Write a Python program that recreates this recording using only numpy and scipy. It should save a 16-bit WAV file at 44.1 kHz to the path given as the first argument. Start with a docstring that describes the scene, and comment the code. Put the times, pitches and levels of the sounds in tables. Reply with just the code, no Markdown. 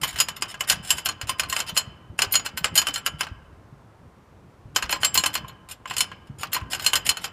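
"""Loose strut in a drum brake

Close on an open drum brake in a garage, one microphone, low outdoor rumble behind. A hand wiggles the
strut: steel clacks on the shoes in quick bursts and slides gritty between contacts. An edge squeaks,
a return spring zings, clips tick and the backing plate rings on faintly. Now and then the hand bumps
the assembly dully. The walls answer softly."""
import sys
import numpy as np
from scipy import signal
from scipy.fft import rfft, irfft, next_fast_len
from scipy.io import wavfile
from scipy.ndimage import uniform_filter1d, minimum_filter1d, map_coordinates

SR = 44100
rng = np.random.default_rng(int(sys.argv[2]) if len(sys.argv) > 2 else 0)


def transcribe(u):
    """Save the signal u as a 16-bit wav file named by the first command-line argument.

    u: samples, shape (n,) or (channels, n), limited to [-1, 1]; the rate is SR.
    q: integer samples, one column per channel.
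    """
    v = np.clip(np.atleast_2d(u).T, -1, 1)
    q = np.round(v * 32767).astype(np.int16)
    wavfile.write(sys.argv[1], SR, q)


N = 322812
USUAL_DB = -28  # strength of an ordinary contact

# the strut lands on steel: t/s, strength/dB, hardness (zing over knock)/dB, shoe share/dB, spring share/dB
CONTACTS = [(.034, -27.5, -4.5, -0.5, -16), (.159, -43, -11, -15, -13), (.187, -31.5, 2, -26, -15.5),
            (.201, -18.5, 11, -18, -22), (0.285, -33, -2, -14, -18), (.422, -27.5, -1.5, -10, -33),
            (.542, -46, -12.5, 0.5, -21), (.607, -27.5, -1, -7, -40), (0.698, -18, 8.5, -35, -15),
            (0.724, -29.5, 1, -21, -17), (0.9044, -17.5, 11, -15, -28), (.982, -36, 1, -8.5, -27),
            (1.058, -26, 1.5, -26, -14), (1.088, -30, -0.5, -3, -7.5), (1.213, -36.5, -6, -23, -14),
            (1.294, -27.5, 3.5, 3, -20), (1.396, -23.5, -1.5, -23, -19), (1.434, -41, -13, -28.5, -3.5),
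            (1.498, -35.5, 11, -16, -8), (1.526, -29, -2.5, 1, -16), (1.564, -28.5, -5.5, -22, -19),
            (1.602, -29, 0, -35, -16), (1.766, -29.5, -4.5, -29, -12.5), (1.7744, -21, 11.5, -20, -6.5),
            (2.19, -26, -6.5, -18, -24), (2.219, -21, 2, -27.5, -14), (2.324, -40, 27, -11.5, -2),
            (2.339, -28, 0, -27, -11), (2.354, -20, 7.5, -28, -8), (2.461, -33, -3, -15, -10),
            (2.574, -33.5, -2.5, -9, -13), (2.643, -24, -6, -30, -24), (2.7544, -27.5, 12, -22.5, -15),
            (2.776, -14.5, 13.5, -27, -11), (2.816, -32, -3, -7, -14), (2.869, -27.5, -4.5, -21, -27),
            (2.885, -34.5, -2, -21.5, -17), (2.94, -35, 15, -18.5, -16), (2.959, -33.5, -3, -25, -3.5),
            (3.062, -24.5, -0.5, -27.5, -25), (3.208, -27.5, -4, -6, -21), (3.268, -51.5, -20, 1, -11),
            (4.761, -21, -2, -18, -19), (4.824, -33, -10.5, -2.5, -11), (4.894, -36, -11.5, -30, -8),
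            (4.926, -26, -6.5, -2, -8), (4.961, -51, -5, 16.5, -9.5), (5.032, -27.5, -12.5, -21, -9),
            (5.046, -21.5, 13, -31, -14), (5.143, -32, 20, -30, -20), (5.153, -26.5, -3.5, -5, -12),
            (5.175, -21.5, 16, -3.5, -4.5), (5.2371, -26, -6, -15, -19), (5.26, -23.5, 5, -6.5, -14),
            (5.353, -27.5, -2, -5.5, -10.5), (5.446, -69.5, -28.5, 29, -20), (5.494, -64, -20, 21, 2),
            (5.856, -51, -20, 14.5, -20), (5.909, -40, -16.5, 4.5, -11), (5.938, -45, -3, -12, -14),
            (5.966, -31, 6, -13, -20), (5.981, -29, 17, -24, -11), (6.0058, -21.5, 9.5, -13, -11),
            (6.116, -55.5, -23, 12, -7), (6.432, -35, -11.5, -21, -17), (6.531, -31.5, 0, -26, -7),
            (6.546, -32.5, -6.5, -18, -4.5), (6.565, -37.5, -12, 10, -12), (6.613, -58, -18, 17.5, -20),
            (6.732, -30.5, -4.5, -12, -13), (6.748, -33.5, 4, -21, -25), (6.796, -41, -9, -21, -5),
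            (6.845, -36, 7, -12, -16), (6.863, -20, 9, -30, -6), (6.933, -21.5, -4, -42, -22),
            (6.955, -22.5, 5, -26, -16), (7.065, -29.5, 12, -28, -24), (7.091, -19.5, 8, -28, -9.5),
            (7.17, -36.5, -5, -25, -10), (7.242, -32.5, -4, -25, -18)]
# modes of shoes and strut: f/Hz, level/dB, decay time as a multiple of the contact's t60
STEEL_MODES = [(662, -16, .8), (1176, -10, 1.3), (1365, -6, .9), (1522, -2, 1.1), (1640, -4, 1.1),
               (1880, -6, .8), (2080, -6, .8), (2645, -4, .9), (2870, -2, .8), (2965, -1, .9),
               (3036, 1, 1.4), (3120, -4, .8), (4680, -7, .9), (4968, -2, 1), (5245, -3, .9), (6885, 5, 1),
               (6760, 0, .7), (7602, 5, 1.3), (8230, -7, .8), (9270, 4.5, 1), (9380, 3, .7), (9600, 1, .8),
               (10341, 2.5, 1.1), (11806, 3, 1.1), (12660, -6, .8), (13474, -1, .8), (13857, -3, .9),
               (14271, -3, .9)]


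def amp(db):
    return 10 ** (np.asarray(db) / 20)


def unit(x):
    return x / np.sqrt(np.mean(x ** 2) + 1e-20)


def struck(x):
    """x scaled to rms 1 over its first 20 ms."""
    return x / np.sqrt(np.mean(x[:SR // 50] ** 2) + 1e-20)


def along(points, hz):
    """Interpolate (f/Hz, value) points on a log frequency axis."""
    f, values = np.transpose(points)
    return np.interp(np.log(hz + 1), np.log(f), values)


def filtered(x, response):
    """x through a gain given as a function of frequency."""
    size = next_fast_len(len(x) + 8192)
    return irfft(rfft(x, size) * response(np.fft.rfftfreq(size, 1 / SR)), size)[:len(x)]


def colour(x, points):
    """x shaped by a (f/Hz, level/dB) curve, at rms 1."""
    return unit(filtered(x, lambda hz: amp(along(points, hz))))


def noise(n, spectrum):
    return colour(rng.standard_normal(n), spectrum)


def shine(x, db):
    """x with its top treble shelved by db."""
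    return filtered(x, lambda hz: amp(along([(8000, 0.0074), (10500, db)], hz)))


def wobble(rate):
    """A smooth random curve, rate knots a second."""
    knots = rng.standard_normal(int(N * rate / SR) + 4)
    return map_coordinates(knots, [np.arange(N) * rate / SR])


def add(track, at, sound):
    start = max(round(at * SR), 0)
    track[start:start + len(sound)] += sound[:max(N - start, 0)]


def ringing(modes, t):
    """One damped sine per (f/Hz, level/dB, t60/s) row."""
    hz, db, t60 = np.transpose(modes)[:, :, None]
    return amp(db - 60 * t / t60) * np.sin(2 * np.pi * (hz * t + rng.random(hz.shape)))


def bell(modes, detune, t):
    """A few modes, shifted a little in pitch together, at rms 1 over their attack."""
    shifted = np.array(modes) * [1 + rng.normal(0, detune), 1, 1]
    return struck(ringing(shifted, t).sum(0))


def blows(usual_t60=0.062):
    """Levels and decay of each contact: hard ones knock less, zing more and ring longer."""
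    at, strength, hardness, shoe, spring = np.transpose(CONTACTS)
    knock = USUAL_DB - 3 + 0.87 * (strength - USUAL_DB) - 0.67 * hardness
    t60 = usual_t60 * 2 ** (hardness / 36)
    # t/s, knock/dB, clang/dB, zing/dB, shoe/dB, spring/dB, t60/s
    return np.column_stack([at, knock, strength, knock + hardness, strength + shoe, strength + spring, t60])


def effort(span_s=.2):
    """How busy the hand is: contacts nearby, in tens a second; faint ones count for less."""
    at, strength = np.transpose(CONTACTS)[:2, :, None]
    near = np.maximum(1 - np.abs(np.arange(0, N, 64) / SR - at) / span_s, 0)
    weight = np.minimum(amp(strength - USUAL_DB), 1)
    busy = (near * weight).sum(0) / span_s / 10
    return np.interp(np.arange(N), np.linspace(0, N, len(busy)), busy)


def background(rest_db=-53, work_db=-49.5, lumpy_db=3, air_db=-57):
    """Lumpy handling rumble that swells as the hand works, over steady air from outdoors."""
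    # spectra of the rumble and the air: f/Hz, level/dB
    rumble = [(20, -36), (40, -12.5), (60, 2), (100, 3), (160, -1), (300, -7.5), (600, -16), (1500, -70)]
    air = [(60, 0.5), (200, -20.5), (350, -6), (700, -5.5), (1080, -5.5), (2000, -16), (4000, -25.5),
           (8000, -30.5), (14600, -38), (16000, -54)]
    swell = np.sqrt(amp(rest_db) ** 2 + amp(work_db) ** 2 * effort())
    lumps = amp(lumpy_db * wobble(22))
    return swell * lumps * noise(N, rumble) + amp(air_db) * noise(N, air)


def garage(x, wet_db=-23):
    """The walls return a faint tail, 10 ms behind the direct sound; its treble dies first."""
    # reverberation time: f/Hz, t60/s
    decay = [(200, .9), (1000, 1.2), (2500, .9), (4200, .5), (7000, .3), (14000, .2)]
    # colour of the reflections: f/Hz, level/dB
    walls = [(200, 5), (1200, -1), (2500, -6), (3100, -5), (4200, -10.5), (7000, -6.5), (15000, -15)]
    hz, t, spectrum = signal.stft(rng.standard_normal(SR), SR, nperseg=256)
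    fade = amp(-60 * t / along(decay, hz)[:, None])
    tail = colour(signal.istft(spectrum * fade, SR, nperseg=256)[1], walls)
    response = np.pad(tail / np.linalg.norm(tail), (SR // 100, 0))
    return amp(wet_db) * signal.fftconvolve(x, response)[:N]


def hand_bumps(t60=0.071, rise_s=0.0024, thud_db=-7):
    """The soft hand shoves the assembly: a few low swings and a thud."""
    # shoves: t/s, relative level/dB, f/Hz
    shoves = [(.02, -29, 161), (.14, -30, 67), (0.734, -30, 170), (.769, -29.5, 168), (.797, -27, 159),
              (1.234, -23.5, 100), (1.723, -26.5, 161), (1.873, -28, 108.4), (2.1, -25.5, 95.2),
              (2.235, -29, 400), (2.269, -25.5, 95), (2.609, -28, 168), (2.729, -25, 157),
              (2.89, -28.5, 290), (3.137, -24, 150), (3.314, -23, 84.2), (3.725, -31.5, 132),
              (4.654, -27.5, 105), (4.839, -24, 58.3), (5.436, -24.5, 129), (6.297, -21, 135),
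              (6.618, -24, 100)]
    # spectrum of the thud: f/Hz, level/dB
    thud = [(25, -13.5), (60, 16), (120, 1), (230, -0.5), (400, -22.5), (800, -33), (1500, -62.5)]
    t = np.arange(SR // 4) / SR
    envelope = amp(-1 - 60 * t / t60) * (1 - np.exp(-t / rise_s))
    out = np.zeros(N)
    for at, db, hz in shoves:
        swing = np.sin(2 * np.pi * hz * t) + amp(thud_db) * noise(len(t), thud)
        add(out, at, amp(db) * swing * envelope)
    return out


def backing_plate(scatter_db=4):
    """The plate rings on: the shoe's hollow knock feeds its low modes, the clang its high ones."""
    # plate modes: f/Hz, level/dB, t60/s
    modes = [(305, -24, .45), (1040, -27, 2), (1240, -26, 1.3), (1610, -27, 1.3), (1533, -28, 1),
             (2990, -31, .9), (3045, -27, .7), (4820, -35, .45), (4966, -32, .5), (5245, -37, .4)]
    rings = ringing(modes, np.arange(SR) / SR)
    is_low = np.array(modes)[:, 0] < 2000
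    out = np.zeros(N)
    for at, _, clang, _, shoe, *_ in blows():
        drive_db = np.where(is_low, shoe, clang) + rng.normal(0, scatter_db, len(modes))
        add(out, at, amp(drive_db) @ rings)
    return out


def loose_clips(count=3, reach_s=0.037, t60=.045, level_db=-12, spread_db=3):
    """Clips and washers tick a few times after each contact, weaker as they settle."""
    # spectrum of a tick: f/Hz, level/dB
    spectrum = [(200, -7), (600, -0.5), (1200, 6), (3000, 1), (5200, 2.5), (7300, -11), (10000, -14),
                (15500, -25)]
    t = np.arange(SR // 16) / SR
    out = np.zeros(N)
    for at, knock, clang, *_ in blows():
        for late in rng.random(count):
            tick = noise(len(t), spectrum) * amp(-60 * t / t60)
            db = (knock + clang) / 2 + rng.normal(level_db, spread_db) - 8 * late
            add(out, at + 0.0056 + reach_s * late, amp(db) * struck(tick))
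    return out


def edge_squeaks(detune=0.0032, rise_s=0.0026):
    """The strut's edge catches and rings only the highest modes."""
    # catches: t/s, level/dB
    catches = [(.075, -39), (1.05, -32), (1.492, -39), (2.322, -18.5), (2.574, -33.5), (2.755, -25),
               (4.909, -33.5), (5.142, -21.5), (5.342, -32), (6.531, -24)]
    # the edge's thin whistle: f/Hz, level/dB, t60/s
    whistle = [(10470, -3, 0.049), (11770, -0.5, 0.061), (13160, -6.5, 0.074), (14271, -4, .08)]
    t = np.arange(SR // 8) / SR
    out = np.zeros(N)
    for at, db in catches:
        add(out, at, amp(db) * bell(whistle, detune, t) * (1 - np.exp(-t / rise_s)))
    return out


def rusty_slides(grains_per_s=700, spread_db=6, ring_t60=0.057, grit_t60=0.1, lead_s=0.014):
    """Rust grains catch and slip, each a tiny tap on the steel."""
    # steel sliding on steel: start/s, end/s, relative level/dB
    strokes = [(.009, 0.05, -27.5), (0.067, 0.11, -34.5), (.125, 0.215, -36.5), (0.357, 0.368, -35),
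               (0.479, 0.522, -38), (0.673, 0.721, -23), (0.828, 0.91, -37), (0.943, 1.003, -39.5),
               (1.049, 1.063, -34.5), (1.268, 1.3, -33.5), (1.484, 1.593, -34.5), (1.664, 1.696, -30.5),
               (1.739, 1.766, -40), (2.182, 2.191, -33.5), (2.31, 2.348, -29), (2.449, 2.459, -29.5),
               (2.57, 2.572, -27.5), (2.752, 2.769, -20), (2.93, 2.982, -34.5), (3.185, 3.22, -35),
               (4.817, 4.832, -37), (4.903, 4.92, -25.5), (4.998, 5.03, -37.5), (5.14, 5.199, -32.5),
               (5.33, 5.344, -29), (5.478, 5.483, -37), (5.687, 5.723, -37), (5.87, 5.944, -39.5),
               (6.269, 6.274, -52.5), (6.384, 6.427, -38.5), (6.514, 6.556, -31), (6.701, 6.735, -31.5),
               (6.791, 6.878, -35.5), (7.048, 7.069, -27), (7.207, 7.255, -38.5)]
    # the strut's small coil, set off by rubbing: f/Hz, level/dB, t60/s
    coil = [(5245, -2, .07), (6880, -3, .07)]
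    # spectrum of the grit: f/Hz, level/dB
    grit = [(200, -28), (700, 3.5), (1300, 1), (3000, 8), (6000, -4), (9000, -27.5), (14300, -20.5),
            (15600, -34)]
    # a faint, short swell of grit just before each clack
    lead_ins = [(at - lead_s, at, strength - 16.5) for at, strength, *_ in CONTACTS]
    t = np.arange(SR // 6) / SR
    steel = np.array(STEEL_MODES) * [1, 1, ring_t60]
    rings = np.vstack([ringing(steel, t), ringing(coil, t)])
    out = np.zeros(N)
    for start, end, db in strokes + lead_ins:
        n = max(round((end - start) * SR), SR // 200)
        slips = (rng.random(n) < grains_per_s / SR) * rng.choice([-1, 1], n)
        grains = slips * amp(rng.normal(0, spread_db, n))
        grains *= np.linspace(.25, 1, n)  # louder as a slide gathers speed
        body = amp(rng.normal(0, 3.5, len(rings))) @ rings
        body += noise(len(t), grit) * amp(8 - 60 * t / grit_t60)
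        body = shine(body, -0.5 + 0.3 * (db - USUAL_DB))  # more pressure, more hiss
        add(out, start, amp(db - 1) * signal.fftconvolve(unit(grains), body / np.linalg.norm(body)))
    return out


def return_spring(t, gain_db=6.5, hold_s=.06):
    """The shaken spring zings briefly, then falls silent quickly."""
    # spring modes: f/Hz, level/dB, t60/s
    modes = [(4226, 0, .085), (4265, -7, .05)]
    return amp(gain_db - 10 * (t / hold_s) ** 4) * bell(modes, detune=.002, t=t)


def steel_clack(t, knock_db, clang_db, zing_db, t60, bands, detune=0.003, scatter_db=4, crack_t60=0.011):
    """Each blow lands on a new spot and shares its energy differently among the same modes."""
    # countless weak modes blurred into noise: f/Hz, level/dB
    dense_modes = [(150, -13), (350, -8.5), (650, -2), (1100, 3), (2000, -3), (3000, 11), (3700, 2.5),
                   (5200, 1), (6100, 3), (7300, 13.5), (8600, 5.5), (10000, 10.5), (14300, -1),
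                   (15500, -20)]
    modes = np.array(STEEL_MODES) * [1, 1, t60]
    modes[:, 0] *= 1 + rng.normal(0, detune, len(modes))
    modes[:, 2] *= 2 ** rng.normal(0, 0.29, len(modes))  # the fingers damp each mode differently
    tones = amp(rng.normal(0, scatter_db, len(modes))) @ ringing(modes, t)
    clatter = amp(8.5) * noise(len(t), dense_modes)
    crack = amp(5 - 60 * t / crack_t60)
    tails = [amp(-60 * t / max(t60 * life, .02)) for life in (3.5, 1, 0.89)]  # the low band lasts longest
    low, mid, high = [signal.sosfilt(band, tones + clatter * (crack + tail))
                      for band, tail in zip(bands, tails)]
    high = shine(high, rng.normal(-2, 1.5))  # a sharp edge excites more top treble than a flat face
    return amp(knock_db) * struck(low) + amp(clang_db) * struck(mid) + amp(zing_db) * struck(high)


def strut_contacts(chatter=0.21, rise_s=0.00061, choke_s=0.24):
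    """The strut lands and chatters once, sounding the hollow shoe and shaking the spring."""
    # the shoe's hollow tone: f/Hz, level/dB, t60/s
    shoe_modes = [(1037.5, 11.5, 0.063), (1153, 0.5, 0.02), (1630, -2.5, 0.02), (2190, -8, .07)]
    bands = [signal.butter(4, hz, kind, fs=SR, output="sos")
             for hz, kind in [(2200, "low"), ([2200, 6000], "band"), (6000, "high")]]
    t = np.arange(SR // 7) / SR
    # the hand presses the parts together after they meet and chokes the ring
    grip = (1 - np.exp(-t / rise_s)) * amp(-20 * (t / choke_s) ** 2)
    out = np.zeros(N)
    for at, knock, clang, zing, shoe, spring, t60 in blows():
        hit = steel_clack(t, knock, clang, zing, t60, bands)
        lag = round(rng.uniform(.002, 0.0088) * SR)
        hit += chatter * np.pad(hit, (lag, 0))[:len(t)]
        hit += amp(shoe - 1) * bell(shoe_modes, detune=.011, t=t)
        hit += amp(spring) * return_spring(t)
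        add(out, at, hit * grip)
    return out


def scene():
    """The brake up close, the garage around it and the background, in mono."""
    brake = strut_contacts() + backing_plate() + loose_clips()
    brake += rusty_slides() + edge_squeaks() + hand_bumps()
    return (brake + garage(brake) + background())[None]


def record(dry):
    """A quick limiter holds the sharpest peaks; the microphone drops deep bass and the very top."""
    ceiling, hold = .7, SR // 400
    bottom_hz, top_hz = 34, 15700
    needed = np.minimum(1, ceiling / (np.abs(dry[0]) + 1e-9))
    gain = uniform_filter1d(minimum_filter1d(needed, hold), hold)
    low_cut = lambda hz: (1 + (bottom_hz / (hz + 1)) ** 6) ** -.5
    high_cut = lambda hz: (1 + (hz / top_hz) ** 120) ** -.5
    return filtered(dry[0] * gain, lambda hz: low_cut(hz) * high_cut(hz))[None]


dry = scene()
out = record(dry)
transcribe(out)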